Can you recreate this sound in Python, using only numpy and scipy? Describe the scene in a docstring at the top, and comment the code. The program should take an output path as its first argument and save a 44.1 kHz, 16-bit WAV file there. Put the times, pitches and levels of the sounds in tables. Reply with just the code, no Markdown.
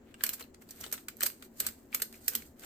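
"""A small hard kitchen, a stereo microphone close to the stove, an appliance humming low behind.
A hand presses sticky dough into a baking pan lined with aluminium foil. Each press makes the foil
crinkle, and its creases buckle in sharp snaps, often in pairs; the pan knocks dully under them.
The palm thuds softly through the dough, and the stove top and walls answer the foil and the pan."""
import sys
import numpy as np
from scipy import signal
from scipy.fft import rfft, irfft, next_fast_len
from scipy.io import wavfile

SR = 44100
rng = np.random.default_rng(int(sys.argv[2]) if len(sys.argv) > 2 else 0)


def persist_wave(psi):
    """Save psi, clipped to +-1, as 16-bit WAV."""
    counts = np.round(np.clip(psi, -1, 1) * 32767).astype(np.int16)
    wavfile.write(sys.argv[1], SR, np.atleast_2d(counts).T)


N = 116865
T = np.arange(N) / SR


def amp(db):
    """Decibels to gain."""
    return 10 ** (np.asarray(db) / 20)


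def unit(x):
    """Scale to rms 1."""
    return x / np.sqrt(np.mean(x ** 2) + 1e-20)


def decay(t, t60):
    """An envelope that falls 60 dB in t60."""
    return np.exp(-np.log(1000) * t / t60)


def along(points, hz):
    """Read (freq_hz, value) points on a log frequency axis."""
    freqs, values = np.transpose(points)
    return np.interp(np.log(hz + 1), np.log(freqs + 1), values)


def filtered(x, response):
    """Filter x by a gain given as a function of frequency."""
    size = next_fast_len(N + SR // 2)
    return irfft(rfft(x, size) * response(np.fft.rfftfreq(size, 1 / SR)), size)[..., :N]


def ring(x, colour, size=2048):
    """Pass x through a minimum-phase body of the given colour and unit energy."""
    cepstrum = irfft(np.log(amp(along(colour, np.fft.rfftfreq(size, 1 / SR)))))
    cepstrum[1:size // 2] *= 2
    cepstrum[size // 2 + 1:] = 0
    impulse = irfft(np.exp(rfft(cepstrum)))
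    return signal.fftconvolve(x, impulse[None] / np.linalg.norm(impulse), axes=1)[:, :N]


def mid_side(likeness):
    """Mid and side gains that give this correlation between left and right."""
    angle = np.arccos(likeness) / 2
    return np.array([np.cos(angle), np.sin(angle)])


def place(pair, likeness):
    """Spread two unrelated signals across the microphone's left and right."""
    mid, side = mid_side(likeness)[:, None] * pair
    return np.array([mid + side, mid - side])


# Colour of the background rush: freq_hz, relative_db
RUSH_COLOUR = [(25, -10), (45, -8), (117, -7), (180, -8), (270, -2), (450, -9), (695, -14.5), (1190, -24),
               (1890, -26), (2500, -36), (4250, -49), (7500, -30.5), (10100, -61), (12000, -42.5),
               (16000, -41)]
# Its left-right correlation, before the right side is inverted: freq_hz, likeness
RUSH_LIKENESS = [(60, 1), (150, 0.89), (300, 0.85), (700, 0.37), (3000, .1)]
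# Hum lines of the appliance: pitch_hz, level_db, width_hz
HUM_LINES = [(75.5, -71.5, 30), (227.6, -63, 7.1), (260.2, -66.5, 32), (375, -69.5, 14)]

def appliance():
    """In the background, a steady low rush and wavering hum lines, in opposite polarity left and right."""
    noise = rng.standard_normal((2, N))
    mid, side = filtered(noise, lambda hz: amp(along(RUSH_COLOUR, hz)) * mid_side(along(RUSH_LIKENESS, hz)))
    rush = amp(-60) * unit(np.array([mid + side, mid - side]))
    hum = np.zeros(N)
    for pitch_hz, level_db, width_hz in HUM_LINES:
        line = filtered(rng.standard_normal(N), lambda hz: 1 / (1 + (2 * (hz - pitch_hz) / width_hz) ** 2))
        hum += amp(level_db) * unit(line)
    return (rush + hum) * amp([[1], [-1]])


# Reverberation time of the hard walls: freq_hz, t60_s
WALL_DECAY = [(200, 0.23), (1500, 0.2), (5000, 0.23), (9000, 0.26), (15000, 0.17)]
# Their answer against the direct sound: freq_hz, relative_db
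WALL_LEVELS = [(200, 4), (1500, -10), (5000, -8.5), (9000, -12), (15000, -8)]

def kitchen(direct, positions=9, build_up_s=0.0028, stove_t60_s=0.051):
    """The stove top close by and the walls beyond answer, a little differently as the hand moves."""
    reflections = np.zeros((2, N))
    hand_position = np.linspace(0, positions - 1, N)
    for position in range(positions):
        hz, t, noise = signal.stft(rng.standard_normal((2, SR // 2)), SR, nperseg=256)
        wall_t60_s = along(WALL_DECAY, hz)[:, None]
        walls = amp(along(WALL_LEVELS, hz))[:, None] * decay(t, wall_t60_s) / np.sqrt(wall_t60_s)
        stove = amp(-5.5) * decay(t, stove_t60_s) / np.sqrt(stove_t60_s)
        tail = signal.istft(noise * np.hypot(walls, stove), SR, nperseg=256)[1]
        tail *= np.sqrt(2 * np.log(1000) / SR)  # normalises the energy of the decay
        tail *= np.minimum(T[:tail.shape[1]] / build_up_s, 1) ** 2
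        crossfade = np.sqrt(np.maximum(1 - abs(hand_position - position), 0))
        reflections += signal.fftconvolve(direct * crossfade, tail, axes=1)[:, :N]
    return reflections


# The palm bearing down on the pan: peak_s, width_s, level_db
PALM_PUSHES = [(.66, 0.024, -71), (.82, 0.017, -59.5), (.92, 0.054, -64), (1.66, 0.049, -56.5),
               (2.43, 0.071, -59.5)]
# Colour of its thud: freq_hz, relative_db
PALM_COLOUR = [(25, -20), (45, -7), (76, 5.5), (105, -11), (170, -2), (300, -3), (600, -39.5)]

def palm():
    """Dead centre, soft low thuds as the weight of the hand goes through the dough."""
    weight = sum(amp(level_db) * np.exp(-0.5 * ((T - peak_s) / width_s) ** 2)
                 for peak_s, width_s, level_db in PALM_PUSHES)
    return weight * unit(filtered(rng.standard_normal(N), lambda hz: amp(along(PALM_COLOUR, hz))))


# Spells of fine crinkling under the hand: peak_s, swell_s, release_s, treble_db, mid_db
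CRINKLE_SPELLS = [ (.12, 0.17, 0.027, -69, -65.5), (0.238, 0.048, 0.16, -47, -48),
                  (0.41, 0.026, 0.012, -39, -46), (0.621, .015, 0.019, -51.5, -59.5),
                  (0.693, 0.0084, 0.087, -51.5, -62), (.855, .16, 0.066, -45, -52.5),
                  (.97, 0.1, 0.1, -52, -62.5), (1.232, 0.044, 0.087, -37.5, -47.5),
                  (1.455, 0.12, 0.024, -53, -64.5), (1.6, 0.062, .03, -48, -70),
                  (1.654, 0.072, 0.065, -42, -47), (1.785, 0.092, 0.3, -63, -72.5),
                  (1.943, 0.024, 0.074, -43.5, -48), (2.16, 0.12, 0.066, -52.5, -63.5),
                  (2.278, 0.11, .02, -46, -60.5), (2.334, 0.044, 0.11, -45, -50.5),
                  (2.47, 0.094, 0.057, -55, -78), (2.642, 0.058, .06, -44.5, -51.5)]

def crinkle(ticks_per_s=1500, spread_db=3.5, tick_t60_s=0.0078):
    """Small wrinkles tick at random under each press: envelopes for the treble and midrange."""
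    power = np.zeros((2, N))
    for peak_s, swell_s, release_s, treble_db, mid_db in CRINKLE_SPELLS:
        shape_db = -18.5 * np.maximum((peak_s - T) / swell_s, (T - peak_s) / release_s)
        power += amp(np.array([[treble_db], [mid_db]]) + shape_db) ** 2
    sizes = amp(spread_db * np.clip(rng.standard_normal((2, N)), -2, 2.5))
    ticks = sizes * (rng.random((2, N)) < ticks_per_s / SR)
    tick_power = signal.lfilter([1], [1, -10 ** (-6 / (tick_t60_s * SR))], ticks ** 2)
    return np.sqrt(power * tick_power / tick_power.mean())


# Low modes of the dough-damped pan: pitch_hz, relative_db, t60_s
PAN_RESONANCES = [(397, -3.5, 0.049), (461, 1, 0.033), (561, 1.5, 0.031)]
# Creases buckling, each heard as a knock, a facet's ring and a snap (levels before the mix):
# start_s, treble_db, mid_db, knock_db, top_lift_db, rise_ms, t60_ms, ring_hz, ring_db
CREASES = [ (0.1421, -45, -47.5, -67, -15, .4, 19, 2850, -44),
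           (0.2086, -48.5, -40.5, -84, -14, 0.5, 19, 1627, -36),
           (0.2375, -16, -28, -67, 4, 0.72, 14, 1675, -26.5),
           (.2652, -24, -46, -68, 1, 1.2, 17, 2510, -32.5),
           (0.2918, -20.5, -36, -75, 4.5, 0.22, 10, 2847, -36),
           (.336, -31, -47.5, -66, 2, 4.1, 50, 1590, -43.5), (0.3972, -41, -49, -68, -4, 1, 18, 1920, -64),
           (.409, -45, -44.5, -68, -18, 1.7, 20, 1050, -44),
           (0.4255, -45.5, -57, -66, 3, 0.35, 6.5, 4170, -41),
           (0.4396, -51, -62, -76, 3, .3, 10, 2550, -51),
           (0.5463, -43.5, -52.5, -81, -17, 2.4, 5.5, 2100, -70.5),
           (.69, -46, -71, -63, -4, 1, 29, 4640, -50), (0.7082, -32, -59, -74, -4, 0.32, 18, 5950, -44),
           (0.807, -42, -64, -48.5, -2, 2.8, 26, 1300, -61),
           (0.8114, -36.5, -64, -56, 6.5, .8, 11, 5990, -38.5),
           (.841, -35, -37.5, -60, -21, 3.3, 15, 3070, -32.5),
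           (0.8639, -39.5, -49, -48.5, -18, 1, 21, 3680, -43),
           (0.9154, -38.5, -50, -78, 0, 0.53, 13, 3130, -53),
           (.926, -23.5, -40, -45, 0.5, 0.8, 36, 4300, -54), (0.9397, -34, -41.5, -64, 1, 2, 32, 1480, -43),
           (.955, -45, -50, -71, 0, .4, 14, 3880, -48), (0.979, -41.5, -45, -74, -19, 1.5, 29, 1350, -44.5),
           (1.0846, -29, -34, -56, -1.5, 0.72, 17.6, 1745, -34.5),
           (1.1688, -46.5, -74, -72, 9.5, 0.14, 4.6, 8000, -58),
           (1.2074, -26.5, -36.5, -57, 4.5, .6, 14, 1750, -33),
           (1.2184, -33, -33.5, -55, -12, 1.3, 12, 1640, -50),
           (1.228, -26.5, -43, -67, 6, .6, 12, 8300, -43),
           (1.233, -17, -32, -39, 1.5, 1.3, 24, 8420, -21.5),
           (1.2643, -21, -33, -57, 2.5, 4.3, 32, 1570, -43.5),
           (1.301, -40, -44, -68, 4, .4, 8.6, 1940, -68),
           (1.4243, -40, -43.5, -58.5, -2, 0.47, 24.4, 2446, -48),
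           (1.6026, -18.5, -35, -48, 0.5, 1.5, 24.4, 2910, -30),
           (1.666, -19, -39.5, -61, 0, 0.5, 28, 1530, -37),
           (1.6873, -31, -43, -70, -2, 0.35, 10, 1500, -41), (1.928, -64, -44, -69, 6, 0.71, 20, 2370, -35),
           (1.9475, -19.5, -32.5, -55, 4.5, 1.4, 13.3, 2346, -28),
           (2, -40.5, -41.5, -56, 6, 1.2, 25, 1820, -65),
           (2.0204, -19.5, -33.5, -46, 1, 1.2, 25.3, 5800, -47),
           (2.127, -40, -48, -74, -1, 0.47, 6.2, 1740, -52), (2.1422, -49, -60, -77, -8, .6, 50, 2206, -44),
           (2.2808, -14, -31, -47.5, 0.5, 0.57, 18, 4430, -30),
           (2.335, -36.5, -56, -64, 2, 0.63, 9.5, 1440, -45),
           (2.352, -19.5, -37, -45.5, 1.5, 0.98, 27.6, 3146, -30),
           (2.422, -43, -50.5, -61, -13, .6, 25, 2160, -46),
           (2.5955, -39.5, -71, -75, -4, 0.18, 5.5, 7900, -58),
           (2.636, -41, -47.5, -79, -18, 0.76, 14, 1500, -61)]

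def pan_knocks():
    """The jolt of each snap rings the low modes of the pan, which the dough soon damps."""
    knocks, t = np.zeros(N + SR), T[:SR // 10]
    for start_s, _, _, knock_db, *_ in CREASES:
        for pitch_hz, mode_db, t60_s in PAN_RESONANCES:
            envelope = amp(knock_db + mode_db) * decay(t, t60_s) * (1 - np.exp(-pitch_hz * t))
            phase = 2 * np.pi * pitch_hz * t + rng.uniform(0, 2 * np.pi)
            knocks[round(start_s * SR):][:len(t)] += envelope * np.sin(phase)
    return knocks[:N]


def facets(t60_s=0.017, wander_hz=119, gain_db=-1.5, right_lead_s=0.00004):
    """Each snap flips a flat facet of foil, which gives a brief, unsteady, tinny ring."""
    rings, t = np.zeros((2, N + SR)), T[:SR // 10]
    for start_s, *_, ring_hz, ring_db in CREASES:
        wander = np.cumsum(rng.standard_normal(len(t))) * np.sqrt(2 * np.pi * wander_hz / SR)
        envelope = amp(ring_db + gain_db) * decay(t, t60_s) * (1 - np.exp(-ring_hz * t))
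        phase = 2 * np.pi * ring_hz * np.array([t, t + right_lead_s]) + wander
        onset = round((start_s - 1 / ring_hz) * SR)  # one cycle ahead of the snap
        rings[:, onset:][:, :len(t)] += np.sqrt(2) * envelope * np.sin(phase)
    return rings[:, :N]


def snaps():
    """Each crease gives way in an avalanche of slips: envelopes for treble, top octave, midrange and pan."""
    power = np.zeros((4, N))
    for start_s, treble_db, mid_db, knock_db, top_lift_db, rise_ms, t60_ms, *_ in CREASES:
        age_ms = (T - start_s) * 1000
        rise = np.exp(np.minimum(age_ms, 0) / rise_ms)
        fall = decay(np.maximum(age_ms - 1, 0), t60_ms)  # after a 1 ms hold
        gains = amp([treble_db, treble_db + top_lift_db, mid_db, knock_db])
        power += (gains[:, None] * rise * fall) ** 2
    return np.sqrt(power)


def slips(per_s=18000):
    """Two dense random trains of tiny buckles, rms 1."""
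    sizes = rng.choice([-1, 1], (2, N)) * rng.uniform(0.36, 1, (2, N))
    return unit(sizes * (rng.random((2, N)) < per_s / SR))


# Colours of the foil's treble, its midrange and the pan beneath: freq_hz, relative_db
TREBLE_COLOUR = [(1500, -44), (2800, -21), (4200, -2), (5500, -4.5), (6800, -1), (8400, 3.5), (9050, 0),
                 (9400, -9), (10600, -6.5), (11800, 2), (12800, 4), (13600, -1), (15300, 3.5),
                 (16000, -72.5), (17000, -15)]
MID_COLOUR = [(400, -20.5), (750, -19), (1000, -9), (1250, 1), (1600, 2), (2200, 0), (3000, -1.5),
              (4200, -7), (7000, -21.5)]
PAN_COLOUR = [(60, -23.5), (200, -29.5), (330, -3), (480, 1), (600, 0), (800, -6), (1000, -5.5),
              (1500, -27), (3000, -61)]

def foil(top_octave_hz=10100):
    """Close up, snaps and crinkling sound through the bright foil, wide, and the dull pan, near centre."""
    snap_treble, snap_top, snap_mid, snap_pan = snaps()
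    fine_treble, fine_mid = crinkle()
    snap_slips = slips()
    top_lift = filtered((snap_top - snap_treble) * snap_slips,
                        lambda hz: 1 / (1 + (top_octave_hz / (hz + 1)) ** 12))
    treble = ring(snap_treble * snap_slips + top_lift + fine_treble * slips(), TREBLE_COLOUR)
    midrange = ring(np.hypot(snap_mid, fine_mid) * slips(), MID_COLOUR)
    pan = ring(np.hypot(snap_pan, amp(-8) * fine_mid) * slips(), PAN_COLOUR)
    return (amp(-4.5) * place(treble, likeness=0.033)
            + amp(-2) * place(midrange, likeness=0.18)
            + amp(-3) * place(pan, likeness=0.95))


# Lean of the foil, pan and reflections at the microphone: freq_hz, left_minus_right_db
MIC_BALANCE = [(300, 0), (500, 5.5), (850, -3), (1500, 5.5), (2200, 0), (3000, 2.5), (4200, 0.5), (6000, 3),
               (8300, -1.5), (10500, 0), (12000, -5), (13500, -6.5), (15500, 0.5)]

def scene():
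    """From beside the stove, the foil's midrange leans mostly left and its top octave right."""
    direct = foil() + facets() + pan_knocks()
    in_room = direct + kitchen(direct)
    at_mic = filtered(in_room, lambda hz: amp(along(MIC_BALANCE, hz) * np.array([[0.5], [-0.5]])))
    return at_mic + palm() + appliance()


def record(dry):
    """The microphone passes nothing above its band limit."""
    limit_hz = 16979
    return filtered(dry, lambda hz: hz < limit_hz)


dry = scene()
out = record(dry)
persist_wave(out)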